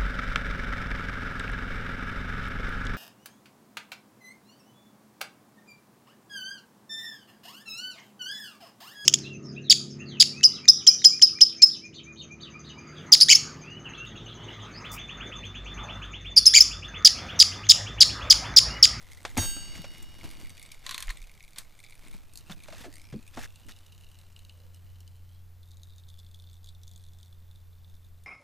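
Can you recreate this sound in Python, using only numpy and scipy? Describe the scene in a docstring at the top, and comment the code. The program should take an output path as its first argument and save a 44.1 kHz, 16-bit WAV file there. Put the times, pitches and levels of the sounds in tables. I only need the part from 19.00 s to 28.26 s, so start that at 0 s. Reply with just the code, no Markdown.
"""Oil is poured from a plastic jug into a motorcycle engine, above a drain pan in a quiet garage.
From the start it trickles as many small drops, each a noise impact ringing a hollow whose pitch climbs overall,
with hands rubbing and bumping (filtered grit), a low hum (two sines) and room air (shaped noise).
Soon knocks and scuffs begin (damped noise) and a steel tool lands and rings (decaying sines) amid puffs of air;
later plastic snaps (noise bursts), a faint hollow tone passes (filtered noise), and the hands come to rest."""
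import sys
import numpy as np
from scipy import signal
from scipy.fft import rfft, irfft
from scipy.io import wavfile
from scipy.ndimage import uniform_filter1d

SR = 44100
rng = np.random.default_rng(int(sys.argv[2]) if len(sys.argv) > 2 else 0)


def transcribe(u):
    """Save the signal u as a 16-bit wav file named by the first command-line argument.

    u: samples, shape (n,) or (channels, n), limited to [-1, 1]; the rate is SR.
    q: integer samples, one column per channel.
    """
    v = np.clip(np.atleast_2d(u).T, -1, 1)
    q = np.round(v * 32767).astype(np.int16)
    wavfile.write(sys.argv[1], SR, q)


N = 408366
TIME = np.arange(N) / SR

# All spectra and all levels called relative are shifted by gains in the functions.
# distinct drips: [t/s, relative hollow level/dB, relative splash level/dB]
DISTINCT_DRIPS = [(.1174, -40, -49), (.7526, -35, -48), (1.0264, -61, -42.5), (1.2106, -38.5, -61),
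                  (1.6275, -42, -43.5), (1.7185, -39, -41.5), (2.172, -38, -50), (2.4057, -40, -60),
                  (2.8384, -42, -61), (2.9234, -41.5, -62), (3.1326, -47, -54), (3.336, -68, -47.5),
                  (3.3563, -58, -41.5), (3.374, -60, -37.5), (3.3873, -62, -49), (3.6361, -43, -48.5),
                  (4.2775, -44, -51), (4.558, -45, -52), (4.7207, -39, -53), (4.7633, -47.5, -54),
                  (4.8648, -52, -54), (4.9232, -66, -54), (5.1876, -47, -55), (5.3632, -41, -57),
                  (5.3913, -44.5, -53), (5.4495, -46, -54), (5.4949, -41.5, -58), (5.7452, -53, -51),
                  (6.0048, -50, -51), (6.077, -49, -53.5), (6.631, -48.5, -63), (6.7156, -49, -56),
                  (6.8332, -41, -51), (6.982, -49.5, -53.5), (7.0364, -50, -67), (7.0882, -46, -55),
                  (7.101, -45, -57), (7.1407, -48, -61), (7.1896, -48, -51), (7.1993, -45, -57),
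                  (7.265, -48.5, -66), (7.3447, -42, -53), (7.3986, -44.5, -61), (7.4716, -48.5, -69),
                  (7.6434, -45, -53), (7.6715, -47, -57), (7.6889, -39, -54), (7.8334, -48, -51),
                  (7.8785, -47, -49.5), (7.9136, -49, -54), (7.9603, -47, -51), (8.0388, -51, -55),
                  (8.23, -45, -53.5), (8.327, -48, -65), (8.5121, -48.5, -63), (8.5584, -50, -61),
                  (8.8453, -49.5, -70), (9.047, -54, -62), (9.2373, -66, -56)]
# resonances of the hollow that the oil falls into: [t/s, main f/Hz, upper f/Hz]
HOLLOW_PITCH = [(0, 2050, 3400), (1.4, 2240, 3340), (3.2, 2265, 3580), (3.42, 2870, 3840),
                (3.65, 2330, 3520), (3.86, 1640, 3880), (4.05, 2370, 5340), (4.3, 2570, 3300),
                (4.7, 2890, 3640), (5.1, 2880, 3830), (6.25, 3070, 4050), (6.75, 3830, 3900),
                (7.2, 3550, 3800), (9.26, 3630, 3810)]
# those two modes in a thin flow, main then upper: [width of one filter pass/Hz, relative level/dB]
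HOLLOW_MODES = [(320, 0), (650, -4)]
# spectrum of bright splashes and sharp edges: [f/Hz, relative level/dB]
BRIGHT_SPECTRUM = [(300, -47), (1500, -52.5), (2600, -9), (4300, 3), (5600, 0.5), (6800, 6.5), (7400, 2),
                   (8200, 6), (10500, 2.5), (12500, 0.5), (15000, -7)]
# strength of the oil flow: [t/s, relative level of the small drops/dB]
OIL_FLOW = [(0, -57), (.7, -53), (2.2, -52), (2.6, -57), (3, -53), (3.25, -61), (3.8, -52), (4.15, -60),
            (5.45, -61), (5.7, -66), (6.1, -62), (6.55, -68), (6.8, -61.5), (7.9, -60.5), (8.6, -68),
            (9.26, -64)]
# fidgeting of hands, sleeves and jug: [t/s, relative friction level/dB, relative thud level/dB]
FIDGETING = [(0, -64, -66.5), (.6, -59, -50), (1.7, -64.5, -61), (2.5, -69.5, -75.5), (3.7, -68, -58.5),
             (4.8, -69.5, -76), (5.7, -74, -70)]
# nudges of the jug: [t/s, relative friction level/dB, relative thud level/dB]
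JUG_NUDGES = [(.43, -42, -37), (.58, -67, -56), (.77, -56.5, -55), (1.25, -52, -47), (1.42, -61, -47),
              (2.15, -65, -65), (3.06, -62.5, -55), (3.149, -62.5, -54.5), (3.52, -55.5, -54),
              (3.81, -56, -51.5), (4.39, -58, -45.5), (4.68, -97, -49.5)]
# spectrum of friction: [f/Hz, relative level/dB]
RUB_SPECTRUM = [(150, -25), (500, 2), (1400, 0), (3000, -2), (6000, -6), (9000, -9), (15000, -15.5)]
# spectrum of dull bumps: [f/Hz, relative level/dB]
THUD_SPECTRUM = [(20, 4.5), (60, 6.5), (110, 1.5), (180, 1), (330, -1), (500, -17), (1200, -43.5)]
# level of the hum: [t/s, level/dB]
HUM_LEVEL = [(0, -60), (1.3, -61), (2.5, -78), (3.7, -60), (5.2, -57), (5.9, -49.5), (6.9, -52),
             (7.5, -50.5), (9.26, -53)]
# pitch of the hum, sagging as it grows louder: [t/s, f/Hz]
HUM_PITCH = [(5, 90.4), (5.9, 88.7), (9.26, 88)]
# spectrum of the garage air: [f/Hz, relative level per Hz/dB]
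AIR_SPECTRUM = [(15, 7.5), (25, -1), (42, -7), (70, -7.5), (110, -10.5), (170, -16), (250, -26.5),
                (500, -29), (1100, -32.5), (2200, -36), (5000, -38.5), (10000, -42), (12000, -36),
                (15500, -38.5)]
# knocks, with a rub at 1.24 s and the ringing of flexing plastic at 2.08 and 2.10 s: [t/s, thump level/dB,
# thump f/Hz, thump T60/s, relative clack level/dB, clack T60/s]
CONTACT_EVENTS = [(0.2508, -42.5, 716, 0.082, -27.5, 0.032), (.565, -46, 320, 0.026, -44.5, .03),
                  (0.785, -45, 162, .055, -52, .03), (.843, -44, 597, 0.054, -40, 0.048),
                  (1.24, -48.5, 303, 0.29, -50, 0.15), (2.081, -40, 1960, .023, -55, .02),
                  (2.1034, -34.5, 1920, 0.02, -56, .02), (3.141, -52.5, 187, 0.088, -54, .032),
                  (3.4967, -40.5, 170, .15, -44, .06), (3.684, -47, 634, .11, -44.5, 0.027),
                  (3.725, -49, 620, 0.14, -45, 0.067), (3.843, -48, 625, 0.19, -46, 0.084),
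                  (3.859, -46.5, 305, 0.14, -53, .03), (4.126, -37.5, 144, .1, -48, 0.054),
                  (4.138, -36, 227, .12, -52, 0.035), (4.3733, -41.5, 244, 0.093, -42, .04),
                  (4.372, -39.5, 735, .08, -53, .03)]
# spectrum of a hard contact: [f/Hz, relative level/dB]
CLACK_SPECTRUM = [(200, -2), (450, -4), (750, 2.5), (1200, -2), (1650, 0), (2800, -3), (4500, -7),
                  (8000, -14.5), (15000, -42)]
# strokes of sliding plastic: [start t/s, length/s, level/dB, peak pressure as a share of the length]
SCUFF_STROKES = [(0.252, 0.071, -52.5, .1), (1.834, 0.17, -50.5, 0.27), (1.98, 0.15, -54, .15),
                 (2.559, 0.072, -51, 0.22), (3.507, 0.03, -46.5, 0.36), (3.628, 0.254, -53, 0.88),
                 (4.328, 0.14, -46.5, .8), (4.684, 0.04, -48.5, 0.07)]
# spectrum of sliding plastic: [f/Hz, relative level/dB]
SCUFF_SPECTRUM = [(150, -6.5), (450, -2.5), (1050, 0.5), (1900, 3.5), (3700, -2), (6500, -1.5),
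                  (9000, -7.5), (15000, -15)]
# resonances of the rubbed plastic: [f/Hz, width/Hz, level against the grains/dB]
SCUFF_RESONANCES = [(590, 63, -30), (1115, 230, -17), (1690, 280, -15.5), (2610, 110, -18),
                    (3590, 110, -10.5)]
# modes of the heavy body that the tool lands on: [f/Hz, level at the landing/dB, T60/s]
BODY_MODES = [(105, -26.5, 0.13), (172, -31, 0.175), (254, -29, 0.086), (780, -32.5, 0.069),
              (2110, -32, 0.053)]
# modes of the steel tool: [f/Hz, level/dB, T60/s, time constant of its fade-in/s]
STEEL_MODES = [(867, -45, .4, .001), (1589, -42, .9, .017), (2728, -48, 1.4, .018), (2881, -45, 3.4, .03),
               (3170, -43, .89, .019), (3725, -34, .56, .015), (4587, -35, .9, .012), (4588, -45, 2.7, .3),
               (5356, -44, .82, .023), (5357, -54, 3.2, .1), (5442, -45, .86, .017), (5819, -33, .3, .008),
               (6594, -28, .76, .004), (7220, -35, .52, .15), (7746, -45, .78, .009),
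               (8372, -19.5, .52, .15), (9523, -45, .55, .013), (9857, -36, .58, .007),
               (10680, -38, .44, .071), (10780, -34, .38, .15), (11270, -45, .55, .03),
               (12420, -35, .38, .15), (13572, -24, .36, .15), (14750, -31, .41, .15)]
# puffs of air over the microphone: [t/s, level before the low-pass/dB, f/Hz, rise/s, fall/s]
AIR_PUFFS = [(.39, -34, 27.4, 0.021, 0.051), (2.081, -28, 26.5, 0.027, 0.013),
             (2.19, -41.5, 24, 0.073, .13)]
# snaps of flexing plastic: [t/s, relative body level/dB, relative bright edge level/dB]
PLASTIC_SNAPS = [(1.8648, -31, -38), (1.8924, -31, -36), (1.9103, -27.5, -34), (1.9242, -36.5, -52),
                 (1.944, -28.5, -36), (1.979, -29, -33), (2.0044, -38, -35), (2.0249, -32, -32),
                 (2.0928, -35.5, -49), (2.1007, -35.5, -56), (2.1046, -41, -36.5), (2.56, -48, -57),
                 (2.584, -36, -30)]
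# spectrum of the plastic wall: [f/Hz, relative level/dB]
PLASTIC_SPECTRUM = [(300, -8), (800, -30), (1030, 10.5), (1300, 1.5), (2100, 6), (2700, 2.5), (3500, 7),
                    (4300, 10), (5000, -4.5), (8000, -5), (15000, -40)]
# spectrum of a faint decaying side signal: [f/Hz, relative level/dB]
SIDE_SPECTRUM = [(25, 20), (70, -11), (150, -43), (350, -70), (700, -49), (1400, -54), (2800, -59),
                 (6000, -67), (15000, -62)]

DROPS_PER_S, GAP_SPREAD = 72, .33  # median small-drop rate/(1/s); spread of the gaps (log ratio)
DROP_SPREAD_DB, DROP_TOP_DB = 3.8, 6.5  # scatter of the small drops' levels and its ceiling/dB
SURGE_DROPS, SURGE_DB = 6, 3.5  # length of a cluster (drops); its rms level swing/dB
THIN_DB, WIDTH_DOUBLING_DB = -63, 20  # thin flow level/dB; extra flow that doubles the mode widths/dB
PITCH_SCATTER = .009  # from drop to drop (log ratio)
TICK_SPAN_HZ = 1000  # reach of the dry tick above the main resonance
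HANDS_REST_S, HANDS_FADE_S = 6.8, 0.98  # fidgeting is silent from here; length of the fade before it
NUDGE_RISE_S, NUDGE_FALL_S = 0.025, 0.022  # time constants
TOUCH_S, TOUCH_DB = .369, -4.5  # light first touch: time, level against the landing
LAND_S, LAND_CLACK_DB = .378, -30.5  # landing: time, clack level before its spectrum is applied
CLINK_S = .3745


def amp(db):
    """Logarithmic level: decibels become an amplitude ratio."""
    return 10 ** (np.asarray(db) / 20)


def unit(x):
    """Power normalisation to an rms of 1."""
    return x / np.sqrt(np.mean(x ** 2) + 1e-20)


def crest(x, size=130):
    """Short-time power normalisation: the loudest window of `size` samples has an rms of 1."""
    return x / np.sqrt(uniform_filter1d(x ** 2, size).max() + 1e-20)


def curve(rows, s, axis=1):
    """Linear interpolation of one table column over time."""
    rows = np.array(rows)
    return np.interp(s, rows[:, 0], rows[:, axis])


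def read(points, hz):
    """Interpolation of a spectrum on a log-frequency axis."""
    f, value = np.transpose(points)
    return np.interp(np.log(hz + 1), np.log(f + 1), value)


def add(mix, s, sound):
    """Superposition: adds a sound to the mix from time s."""
    part = mix[max(round(s * SR), 0):][:len(sound)]
    part += sound[:len(part)]


def colour(x, points, size=4096):
    """Minimum-phase filtering: a causal response of the given spectrum keeps attacks sharp."""
    hz = abs(np.fft.fftfreq(size, 1 / SR))
    log_gain = np.log(amp(read(points, hz)))
    response = np.exp(np.conj(signal.hilbert(log_gain)))
    taps = np.fft.ifft(response).real[:size // 2]
    return signal.oaconvolve(x, taps / np.linalg.norm(taps))[:len(x)]


def resonate(x, hz, width_hz):
    """Second-order resonance with a gain of 1 at its peak."""
    return signal.lfilter(*signal.iirpeak(hz, hz / width_hz, SR), x)


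def burst(t60, echo_db, echo_t60, length):
    """Exponential decay: a dense flurry of impacts dies fast over weaker scatter from nearby surfaces."""
    t = np.arange(int(length * SR)) / SR
    envelope = amp(-60 * t / t60) + amp(echo_db - 60 * t / echo_t60)
    return rng.standard_normal(len(t)) * envelope


def grit(rate, spread_db):
    """Shot noise: random tiny impacts of uneven size, `rate` a second on average, scaled to rms 1."""
    size = amp(spread_db * np.minimum(rng.exponential(1, N), 4))
    struck = rng.random(N) < rate / SR
    return unit(rng.standard_normal(N) * size * struck)


def swell(s, rise, fall):
    """Two-sided exponential envelope that grows towards a moment and dies away after it."""
    return np.exp(-abs(TIME - s) / np.where(TIME < s, rise, fall))


def drip(s, db, splash_db, hollow_db=-8.0, bright_db=-2, bubble_db=6, bubble_hz=7000, tick_db=-6):
    """Cavity resonance: an impact rings the hollow at its present pitch; a splash bursts one tiny bubble."""
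    hit = burst(t60=.006, echo_db=-19, echo_t60=.08, length=.064)
    pitch = curve(HOLLOW_PITCH, s)
    tick_band = signal.butter(2, [pitch, pitch + TICK_SPAN_HZ], "bandpass", fs=SR)
    ring = amp(tick_db) * crest(signal.lfilter(*tick_band, hit))
    # a thick flow damps the hollow
    churn = 2 ** ((curve(OIL_FLOW, s) - THIN_DB) / WIDTH_DOUBLING_DB)
    for k, (width, level) in enumerate(HOLLOW_MODES):
        hz = curve(HOLLOW_PITCH, s, axis=k + 1) * np.exp(PITCH_SCATTER * rng.standard_normal())
        mode = resonate(resonate(hit, hz, width * churn), hz, width * churn)
        # where the drop lands decides how much each resonance gets
        ring = ring + amp(level + 2 * rng.standard_normal()) * crest(mode)
    # the hollow lets out little below its pitch
    ring = signal.lfilter(*signal.butter(6, .9 * pitch, "highpass", fs=SR), ring)
    spray = burst(t60=.01, echo_db=-17, echo_t60=.13, length=.064)
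    bubble = resonate(spray, bubble_hz * np.exp(0.43 * rng.uniform(-1.37, 1)), 480)
    splash = crest(spray + amp(bubble_db) * bubble)
    return amp(db + hollow_db) * crest(ring), amp(splash_db + bright_db) * splash


def oil(small_db=4.0, small_splash_db=-6.0, splash_growth=1.2, splash_spread_db=4.5, count=900):
    """Random point process: distinct drips over clustered small ones; a thick flow splashes more."""
    gap, size, splash, surge = rng.standard_normal((count, 4)).T
    times = np.cumsum(np.exp(GAP_SPREAD * gap)) / DROPS_PER_S
    flow = curve(OIL_FLOW, times)
    # the thread sputters: neighbouring drops share a surge
    cluster = SURGE_DB * unit(uniform_filter1d(surge, SURGE_DROPS))
    size = np.minimum(DROP_SPREAD_DB * size + cluster, DROP_TOP_DB)
    splash = THIN_DB + splash_growth * (flow - THIN_DB) + splash_spread_db * np.minimum(splash, 1.5)
    patter = np.transpose([times, flow + size + small_db, splash + size + small_splash_db])
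    rings, splashes = np.zeros((2, N))
    for row in [*DISTINCT_DRIPS, *patter[times < N / SR]]:
        ring, spray = drip(*row)
        add(rings, row[0], ring)
        add(splashes, row[0], spray)
    return rings + colour(splashes, BRIGHT_SPECTRUM)


def handling(rub_db=2, thud_db=-3):
    """Friction as shot noise: grit and dull bumps swell with each nudge; the fidgeting fades to rest."""
    busy = np.clip((HANDS_REST_S - TIME) / HANDS_FADE_S, 0, 1)
    rub = busy * amp(curve(FIDGETING, TIME))
    thud = busy * amp(curve(FIDGETING, TIME, axis=2))
    for s, friction_db, bump_db in JUG_NUDGES:
        push = swell(s, NUDGE_RISE_S, NUDGE_FALL_S)
        rub = rub + amp(friction_db) * push
        thud = thud + amp(bump_db) * push
    friction = colour(grit(rate=2200, spread_db=2.4), RUB_SPECTRUM)
    bumps = colour(grit(rate=600, spread_db=1.5), THUD_SPECTRUM)
    return amp(rub_db) * rub * friction + amp(thud_db) * thud * bumps


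def hum(octave_db=-27):
    """Harmonic tone: a low machine drone of a fundamental and a weak octave, varying in level."""
    turns = np.cumsum(curve(HUM_PITCH, TIME)) / SR
    tone = np.sin(2 * np.pi * turns) + amp(octave_db) * np.sin(4 * np.pi * turns)
    return amp(curve(HUM_LEVEL, TIME)) * unit(tone)


def air(level_db=-67, low_hz=150, apart_db=-7, apart_hz=60):
    """Stationary noise: rumble and hiss of the garage; the channels differ mostly in deep rumble."""
    hz = np.fft.rfftfreq(N, 1 / SR)
    mid, side = rfft(rng.standard_normal((2, N))) * amp(read(AIR_SPECTRUM, hz))
    side = side * amp(apart_db) / (1 + (hz / apart_hz) ** 2)
    # the level is that of the common part above low_hz
    reference = irfft(mid * (hz > low_hz), N).std()
    return amp(level_db) * irfft([mid + side, mid - side], N) / reference


def thump(db, hz, t60, damping=0.22, reach=1.73):
    """Damped resonance: a blow excites one broad mode, dull above its pitch."""
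    push = burst(t60=t60, echo_db=-44, echo_t60=0.3, length=.4)
    body = signal.lfilter(*signal.butter(3, reach * hz, fs=SR), resonate(push, hz, hz * damping))
    return amp(db) * crest(body, size=400)


def clack(db, t60):
    """Impulsive contact: a short hard blow with a little scatter from nearby surfaces."""
    contact = burst(t60=t60, echo_db=-18, echo_t60=.17, length=.25)
    return amp(db) * colour(crest(contact), CLACK_SPECTRUM)


def contacts():
    """Impact excitation: each contact, whether knock, rub or plastic snap, gives a damped thump and a short
    hard clack."""
    out = np.zeros(N)
    for s, thump_db, hz, t60, clack_db, clack_t60 in CONTACT_EVENTS:
        add(out, s, thump(thump_db, hz, t60))
        add(out, s, clack(clack_db, clack_t60))
    return out


def scuffs():
    """Stick-slip friction: grains ring the plastic under a stroke that swells and lets go."""
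    pressure = np.zeros(N)
    for s, length, db, top in SCUFF_STROKES:
        peak = s + length * np.clip(top, .02, .98)
        pressure += amp(db) * np.sqrt(np.interp(TIME, [s, peak, s + length], [0, 1, 0]))
    sound = grit(rate=2900, spread_db=0.5)
    for hz, width, db in SCUFF_RESONANCES:
        # each resonance is caught by its own sparse slips
        slips = grit(rate=280, spread_db=5.0)
        sound = sound + amp(db) * unit(resonate(slips, hz, width))
    return pressure * unit(colour(sound, SCUFF_SPECTRUM))


def landing(clack_t60=0.097):
    """Modal excitation by impact: the tool touches, then lands, and both shake the body under it."""
    out = np.zeros(N)
    for s, force_db in [(TOUCH_S, TOUCH_DB), (LAND_S, 0)]:
        add(out, s, clack(LAND_CLACK_DB + force_db, clack_t60))
        for hz, db, t60 in BODY_MODES:
            add(out, s, thump(db + force_db, hz, t60))
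    return out


def clink(after_db=-23, after_t60=5.1, after_hz=5700, strike_db=-27):
    """Modal sum for steel: each mode fades in with its own time constant; the lower ones linger softly."""
    t = np.arange(2 * SR) / SR
    out = np.zeros(len(t))
    for hz, db, t60, fade_in_s in STEEL_MODES:
        main = amp(db - 60 * t / t60)
        after = amp(db + after_db - 60 * t / after_t60) / (1 + (hz / after_hz) ** 20)
        envelope = np.hypot(main, after) * (1 - np.exp(-t / fade_in_s))
        out += envelope * np.sin(2 * np.pi * (hz * t + rng.random()))
    strike = crest(burst(t60=.04, echo_db=-22, echo_t60=.45, length=.5))
    add(out, 0, amp(strike_db) * colour(strike, BRIGHT_SPECTRUM))
    mix = np.zeros(N)
    add(mix, CLINK_S, out)
    return mix


def draught(top_hz=42):
    """Flow noise: quick movements push air over the microphone in deep, brief flutters."""
    out = np.zeros(N)
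    for s, db, hz, rise, fall in AIR_PUFFS:
        flutter = resonate(rng.standard_normal(N), hz, 8.8)
        out += amp(db) * crest(swell(s, rise, fall) * flutter, size=1500)
    return signal.sosfilt(signal.butter(4, top_hz, fs=SR, output="sos"), out)


def plastic(body_db=-1, edge_db=-2):
    """Buckling: the thin wall snaps through in quick bursts that die at once."""
    body, edge = np.zeros((2, N))
    for s, db, bright_db in PLASTIC_SNAPS:
        wall = burst(t60=0.015, echo_db=-9, echo_t60=0.11, length=.15)
        add(body, s, amp(db + body_db) * crest(wall))
        snap = burst(t60=0.016, echo_db=-19.5, echo_t60=0.17, length=.1)
        add(edge, s, amp(bright_db + edge_db) * crest(snap))
    return colour(body, PLASTIC_SPECTRUM) + colour(edge, BRIGHT_SPECTRUM)


def hollow_tone(s=5.63, length=0.1, hz=520, db=-70):
    """Narrow-band noise: two passes of one resonance under a bell envelope give a faint hollow tone."""
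    tone = resonate(resonate(rng.standard_normal(N), hz, 100), hz, 100)
    return amp(db) * np.exp(-((TIME - s) / length) ** 2) * unit(tone)


def widen(x, t60=0.59):
    """Decorrelation: a faint noise-like tail, opposite in sign in the two channels, widens the sound."""
    t = np.arange(SR // 3) / SR
    tail = rng.standard_normal(len(t)) * amp(-60 * t / t60)
    wet = signal.oaconvolve(x, tail / np.linalg.norm(tail))[:N]
    gain = amp(read(SIDE_SPECTRUM, np.fft.rfftfreq(N, 1 / SR)))
    side = irfft(rfft(wet) * gain, N)
    return np.array([x + side, x - side])


def scene():
    """Superposition: the close sounds sit in the centre, over the air of the room."""
    close = oil() + handling() + contacts() + scuffs() + landing() + clink() + plastic() + hollow_tone()
    return widen(close) + hum() + air() + draught()


def record(dry, edge_hz=15450):
    """Band limiting: a linear-phase low-pass removes the highest treble."""
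    taps = signal.firwin(401, edge_hz, window=("kaiser", 8), fs=SR)
    return signal.oaconvolve(dry, taps[None], "same")


dry = scene()
out = record(dry)
transcribe(out)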